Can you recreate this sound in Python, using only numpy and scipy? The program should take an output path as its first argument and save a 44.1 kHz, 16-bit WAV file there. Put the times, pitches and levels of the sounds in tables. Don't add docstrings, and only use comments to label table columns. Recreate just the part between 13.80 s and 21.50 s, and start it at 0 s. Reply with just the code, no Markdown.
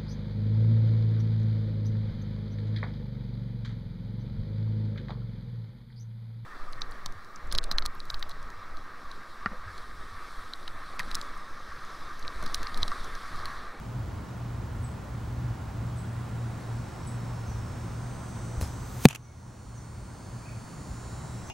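import sys
import numpy as np
from scipy import signal
from scipy.fft import rfft, irfft
from scipy.io import wavfile
from scipy.ndimage import uniform_filter1d

SR = 44100
rng = np.random.default_rng(int(sys.argv[2]) if len(sys.argv) > 2 else 0)


def to_wav(s):
    ch = np.atleast_2d(s).T
    pcm = np.round(np.clip(ch, -1, 1) * 32767)
    wavfile.write(sys.argv[1], SR, pcm.astype(np.int16))


def undo_db(level):
    steps = np.asarray(level, float) / 20
    return 10 ** steps


N = 339564

HIT_S = 5.255


def evened(x):
    return x / np.sqrt(np.mean(x ** 2) + 1e-20)


def read(points, hz):
    f, value = np.transpose(points)
    return np.interp(np.log(hz + 1), np.log(f + 1), value)


def curve(rows, column):
    rows = np.array(rows)
    return np.interp(np.arange(N) / SR, rows[:, 0], rows[:, column])


def add(mix, s, sound):
    part = mix[:, round(s * SR):][:, :sound.shape[-1]]
    part += sound[..., :part.shape[1]]


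def coloured(db_of, size):
    hz = np.fft.rfftfreq(size, 1 / SR)
    white = rng.standard_normal((2, size))
    return evened(irfft(rfft(white) * undo_db(db_of(hz)), size))


def slow(top_hz, count):
    z = rfft(rng.standard_normal((count, 1024)))
    keep_slow = np.exp(-(np.fft.rfftfreq(1024, .01) / top_hz) ** 2)
    return evened(irfft(z * keep_slow, 1024))


def field(spectrum, patchy_db):
    # pitch_hz, likeness (1 = the same)
    likeness = [(60, 0.88), (130, 1), (290, 0.7), (640, 0.32), (1410, 0.86), (3100, 0.89), (6820, 0.62),
                (15000, 0.19)]
    # pitch_hz, left_over_right_db
    side_lean = [(60, -1.5), (180, 1), (550, -0.69), (1650, -2.5), (4970, 0.4), (15000, -2)]
    # pitch_hz, lead_rad
    left_lead = [(0, 0), (4000, .1), (8000, .5), (12000, 1.9), (16000, 2.8)]
    frames, hz = N // 256 + 5, np.fft.rfftfreq(1024, 1 / SR)
    a, b, c, d, patches = rng.standard_normal((frames, 513, 5)).T
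    patches = uniform_filter1d(patches, size=10, axis=0)
    patches = evened(uniform_filter1d(patches, size=14, axis=1))
    same = np.clip(read(likeness, hz), -1, 1)[:, None]
    left = a + 1j * b
    right = same * left + np.sqrt(1 - same ** 2) * (c + 1j * d)
    right = right * np.exp(-1j * read(left_lead, hz))[:, None]
    lean = undo_db(read(side_lean, hz) / 2)[:, None]
    colour = undo_db(read(spectrum, hz)[:, None] + patchy_db * patches)
    z = np.array([left * lean, right / lean]) * colour
    return evened(signal.istft(z, nperseg=1024, noverlap=768)[1][:, :N])


def wind():
    # pitch_hz, level_db
    rumble = [(12, -45), (20, -30), (48, 9.5), (86, 9), (130, 5), (200, -49)]
    # time_s, level_db
    gusts = [(0.0, -46), (0.22, -36), (0.48, -43), (1.0, -35.5), (1.2, -43.5), (1.42, -37), (2.2, -39.5),
             (2.65, -45.5), (3.1, -42.5), (3.4, -41), (3.9, -38), (4.35, -44), (5.0, -40), (5.45, -38),
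             (6.75, -42), (6.92, -53), (7.08, -37), (7.7, -46.5)]
    noise = evened(coloured(lambda hz: read(rumble, hz), N)[0])
    return undo_db(curve(gusts, column=1)) * noise


def traffic():
    # pitch_hz, level_db
    roar = [(100, -19), (146, -7.5), (234, -17.5), (262, -18.5), (446, -24.5), (1030, -24.5), (1500, -30.5),
            (2670, -40.5), (7520, -47.5), (10000, -52.5), (14700, -56), (15300, -64), (16000, -72)]
    t = np.arange(N) / SR
    sway_s, strongest_s = 5.07, 3.28
    sway_db = 0.52 * np.cos(2 * np.pi * (t - strongest_s) / sway_s)
    return undo_db(-46.5 + sway_db + 5.5) * field(roar, patchy_db=0.5)


def fan():
    # top_s, level_db, length_s
    swells = [(0.138, -36, 0.17), (0.66, -37, 0.44), (1.035, -37, 0.22), (1.333, -38.5, 0.12),
              (1.648, -33.5, 0.45), (2.04, -34.5, 0.17), (2.316, -37, 0.54), (2.644, -34, 0.26),
              (2.947, -34.5, 0.26), (3.392, -35, 0.39), (3.753, -38, 0.35), (4.04, -39, 0.16),
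              (4.265, -39, 0.29), (4.58, -39.5, 0.6), (5.042, -44.5, 0.59), (5.392, -39, 0.33),
              (5.67, -38, 0.13), (5.926, -40, 0.39), (6.27, -41.5, 0.34), (6.554, -34.5, 0.098),
              (6.766, -39.5, 0.2), (7.23, -42.5, 0.51), (7.565, -37.5, 0.095)]
    t = np.arange(N) / SR
    hum_hz, waver_width_hz, motor_hz = 117.2, 5.01, 1404
    waver = np.interp(t * 100, np.arange(1024), slow(6., count=1)[0])
    turn = 2 * np.pi * np.cumsum(hum_hz + waver_width_hz / 2 * waver) / SR
    step = t[::64]
    swell = undo_db(-58)
    for s, db, length in swells:
        swell = swell + undo_db(db) * np.exp(-(2.53 * (step - s) / length) ** 2)
    tone = np.sin(turn) + undo_db(-17.5) * np.sin(2 * turn)
    hum = np.sqrt(2) * np.interp(t, step, swell) * tone
    motor = np.sqrt(2) * undo_db(-64.5) * np.sin(2 * np.pi * motor_hz * t + .05 * turn % 1)
    return hum + motor


def cicada():
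    # time_s, click_rate_hz, lag_cycles (second drum's lag past half a cycle)
    clicks = [(1, 241.5, .002), (3, 241.8, .004), (4.3, 242.6, .016), (5.2, 243, .016), (6.6, 244.1, .015),
              (7.3, 244.7, .014), (7.7, 244.9, .002)]
    # pitch_hz, level_db
    drum = [(3600, -8), (4400, -3.5), (5200, -7), (6200, 0), (8200, -2), (9400, -3.5), (10400, -10)]
    # time_s, length_s, harmonic, line (1 = its throb line), level_db (over the drum colour)
    glints = [(3., 1.8, 16, 0, 10), (3.5, 1.5, 22, 0, 14), (4.3, 1.2, 35, 0, 9), (4.7, 1., 25, 0, 8),
              (4.75, 1., 33, 0, 8), (5.2, 2., 24, 1, 9), (5.6, .9, 24, 0, 8), (5.9, .6, 29, 0, 7),
              (6.8, 1.6, 18, 0, 7), (6.6, .8, 26, 0, 5), (6.7, .9, 19, 0, 6), (7.1, .5, 24, 1, 8),
              (7.2, .7, 28, 0, 9), (7.4, .6, 16, 0, 9), (7.62, .25, 22, 0, 9)]
    # time_s, level_db
    effort = [(0., -82), (1.8, -73), (2.7, -66.5), (4.1, -62), (4.6, -58.5), (7.7, -56)]
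    step = np.arange(0, N, 32)
    step_s = step / SR
    rate, lag = curve(clicks, column=1), curve(clicks, column=2)[step]
    turn = 2 * np.pi * np.cumsum(rate) / SR
    throb = 2 * np.pi * 99 * np.arange(N) / SR
    fades, starts = slow(0.93, count=60), 2 * np.pi * rng.random(60)
    song = np.zeros(N)
    for k in range(15, 44):
        pair = np.sqrt(0.19 + np.cos(np.pi * k * (.5 + lag)) ** 2)
        for side, db in enumerate((0, -3.5)):
            row = 2 * (k - 15) + side
            fade = np.interp(step_s * 100, np.arange(1024), fades[row])
            glint = 0
            for s, length, order, line, boost_db in glints:
                if (round(order), round(line)) == (k, side):
                    glint = glint + undo_db(boost_db) * np.exp(-(2 * (step_s - s) / length) ** 4)
            gain = undo_db(read(drum, k * 243) + db) * np.maximum(undo_db(3.9 * fade) * pair, glint)
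            song += np.repeat(gain, 32)[:N] * np.sin(k * turn + side * throb + starts[row])
    fuzz = coloured(lambda hz: read([(2500, -60)] + drum + [(14000, -13)], hz), N)
    near = evened(song) + .35 * fuzz[0]
    late = np.roll(near, 1) * .5 + near * .5
    both = np.array([near, undo_db(2.0) * late]) + 0.33 * fuzz[1] * [[1], [-1]]
    return undo_db(curve(effort, column=1) + 1.0) * both


def whistles(chirps):
    out = np.zeros((2, N))
    for s, length, start_hz, end_hz, db, echo_db in chirps:
        hz = np.linspace(start_hz, end_hz, round(length * SR))
        hz = hz * (1 + .012 * np.sin(2 * np.pi * 160 * np.arange(len(hz)) / SR))
        note = np.sqrt(2) * undo_db(db) * np.sin(2 * np.pi * np.cumsum(hz) / SR)
        note = note * np.hanning(len(hz)) ** .5
        taps = rng.standard_normal((2, 4000)) * (rng.random((2, 4000)) < .04)
        tail = taps * undo_db(-60 * np.arange(4000) / SR / 0.42)
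        echo = signal.fftconvolve(note[None], tail / np.linalg.norm(tail[0]), axes=1)
        add(out, s, note)
        add(out, s + 0.009, undo_db(echo_db) * echo)
    return out


def birds():
    # start_s, lead_hz, gap_s, main_level_db
    high_bird = [(1.022, 9100, 0.017, -51.5), (2.16, 9100, 0.018, -53), (3.258, 10050, 0.01, -48.5)]
    mid_bird = [(3.66, 6400, 0.034, -55.5), (5.414, 6300, 0.025, -53), (5.945, 6570, .025, -51.5),
                (7.655, 6400, .025, -53)]
    # length_s, start_hz, end_hz, echo_db
    high_call = [
        (0.027, .055, -9, 1),
        (0.019, 8150, 7800, 1),
    ]
    mid_call = [
        (.032, .035, -3, -2),
        (.02, 6100, 5710, 2),
    ]
    # start_s, start_hz, end_hz, level_db
    low_bird = [(6.625, 2420, 2300, -59), (6.652, 2350, 2640, -52), (6.682, 2110, 2690, -50.5),
                (6.72, 2250, 2450, -60)]
    # start_s, length_s, start_hz, end_hz, level_db
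    far_birds = [(3.22, 0.028, 5700, 5650, -61), (5.45, .08, 2250, 2170, -58),
                 (7.105, .03, 5120, 5330, -62), (7.14, .035, 5050, 5400, -64),
                 (7.575, .015, 6800, 6500, -66)]
    chirps = []
    for calls, (lead, main) in ((high_bird, high_call), (mid_bird, mid_call)):
        for s, hz, gap, db in calls:
            chirps.append((s, lead[0], hz, hz * (1 - lead[1]), db + lead[2], lead[3]))
            chirps.append((s + gap, *main[:3], db, main[3]))
    for s, start_hz, end_hz, db in low_bird:
        chirps.append((s, 0.0193, start_hz, end_hz, db, 1))
    chirps += [(*row, -9) for row in far_birds]
    return whistles(chirps)


def rings(modes):
    out, t = np.zeros((2, N)), np.arange(8000) / SR
    for s, hz, db, t60, swing in modes:
        onset = 1 - np.exp(-4 * hz * t)
        ring = np.sign(swing) * undo_db(db - 60 * t / t60) * np.sin(2 * np.pi * hz * t) * onset
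        add(out, s, ring * undo_db(np.array([[.6], [-.6]])))
    return out


def bursts(rows, spectrum):
    out, hz = np.zeros((2, N)), np.fft.rfftfreq(8192, 1 / SR)
    for s, db, t60, tilt, same, rise_share in rows:
        rise = min(rise_share * t60, 0.0048)
        t = np.arange(8192) / SR - 2 * rise
        colour_db = read(spectrum, hz) + tilt * np.log2(hz / 4000 + 0.013)
        a, b = coloured(lambda _: colour_db, 8192)
        tick = irfft(undo_db(colour_db) * np.exp(-4j * np.pi * hz * rise))
        a = a + undo_db(11.5) * tick / tick.max()
        same = np.clip(same, -1, 1)
        shape = np.where(t < 0, np.exp(-2 * (t / rise) ** 2), undo_db(-60 * t / t60))
        both = np.array([a, same * a + np.sqrt(1 - same ** 2) * b])
        add(out, s - 2 * rise, undo_db(db) * shape * both)
    return out


def bow():
    # peak_s, level_db, decay_s (to -60 dB), tilt_db_per_octave
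    snaps = [(4.809, -48, 0.018, 7), (4.8127, -31, 0.0153, -1), (4.82, -38, .015, 3),
             (4.828, -40.5, 0.23, -1.5), (4.848, -55, 0.015, 5.), (4.8755, -47, .012, 1)]
    # pitch_hz, level_db
    string = [(470, -3), (900, 1), (3000, -11), (5200, -8), (7000, -8), (10000, -9), (13000, -16),
              (16000, -30)]
    # start_s, pitch_hz, level_db, decay_s (to -60 dB), swing (1 = push, -1 = pull)
    limbs = [(4.777, 61.3, -14.5, 0.072, 1), (4.8127, 604, -20, 0.008, 1), (4.822, 88, -14, 0.061, 1)]
    # start_s, length_s, start_hz, end_hz, level_db
    squeak = [(4.822, .008, 5440, 4900, -53)]
    cracks = bursts([(*row, .95, 0.0334) for row in snaps], string)
    scrape = whistles([(*row, 8) for row in squeak])
    return cracks + rings(limbs) + scrape


def flight():
    # time_s, level_db
    hiss = [(4.8, -71), (4.812, -35), (4.844, -50), (4.96, -58), (5.198, -43), (5.236, -35), (5.248, -27),
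            (5.25, -22)]
    # pitch_hz, level_db
    feathers = [(1500, 9), (3000, 8), (6000, 9), (10000, 8), (15500, 6.5)]
    t = np.arange(N) / SR
    flying = (t > hiss[0][0]) & (t < HIT_S)
    air = coloured(lambda hz: read(feathers, hz), N)[0]
    return air * undo_db(curve(hiss, column=1) - 8.0) * flying


def slaps():
    # peak_s, level_db, decay_s (to -60 dB), tilt_db_per_octave
    echoes = [(5.282, -34, .01, 6.), (5.2868, -9.5, .011, 1.5), (5.2945, -28, .02, -2.),
              (5.3005, -26, .018, -2.), (5.305, -26, .03, -4.), (5.3095, -22, .035, -3.),
              (5.318, -31, .035, -4.), (5.33, -26, .04, -4.), (5.351, -23, .028, -1.5),
              (5.3595, -23, .018, -2.), (5.37, -38, .06, -6.)]
    # pitch_hz, level_db
    wall = [(470, -16), (800, -9), (1900, -9), (2730, 1), (3500, -10), (5110, -14), (6910, -5), (8550, -14),
            (10400, -11), (16000, -22)]
    first_same, late_same, widening_s = .15, 0.56, 0.0073
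    rows = []
    for row in echoes:
        delay = row[0] - echoes[0][0]
        same = late_same + (first_same - late_same) * np.exp(-delay / widening_s)
        rise_share = 0.026 + 2.7 * delay
        rows.append((*row, same, rise_share))
    lean_db = np.array([[.5], [-.5]]) * -0.5
    return bursts(rows, wall) * undo_db(lean_db)


def smack():
    # peak_s, level_db, decay_s (to -60 dB), tilt_db_per_octave
    hits = [
        (5.2546, -12, .012, .5),
        (5.2575, -24, .015, 0.),
        (5.2635, -33, .016, -1.),
    ]
    # pitch_hz, level_db
    crack = [(470, 1), (800, -9), (1500, -14), (2300, 0), (3100, -9.5), (3930, -5), (4860, -6), (5440, -15),
             (7260, -10), (10300, -20), (11300, -9), (16000, -30)]
    # start_s, pitch_hz, level_db, decay_s (to -60 dB), swing (1 = push, -1 = pull)
    block = [(5.256, 139, 1.5, .08, 1), (5.2521, 221, 1., .052, 1), (5.25455, 510, 2.5, .012, -1),
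             (5.2528, 756, -5.5, .024, -1)]
    return bursts([(*row, 0.89, 0.0895) for row in hits], crack) + rings(block)


def scene():
    yard = wind() + traffic() + fan()
    animals = cicada() + birds()
    shot = bow() + flight() + slaps() + smack()
    return yard + animals + shot


def band_limit(x):
    return signal.sosfilt(signal.butter(12, 16370, fs=SR, output="sos"), x)


def record(dry):
    t = np.arange(N) / SR
    whine = np.sqrt(2) * undo_db(-74) * np.sin(2 * np.pi * 15734.3 * t)
    whine *= .25 + abs(np.sin(np.pi * (t - .018) / .074)) ** .7
    since = np.maximum(t - HIT_S, 0)
    grip = 1 - np.exp(-(since / .011) ** 2)
    duck_db = -15. * grip * np.exp(-(since / 0.86) ** 0.87)
    clipped = np.clip((dry + whine) * undo_db(duck_db), -.98, .98)
    edge = signal.firwin(511, 15900, fs=SR)
    mix = signal.oaconvolve(clipped, edge[None], "same")
    return band_limit(mix)


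dry = scene()
out = record(dry)
to_wav(out)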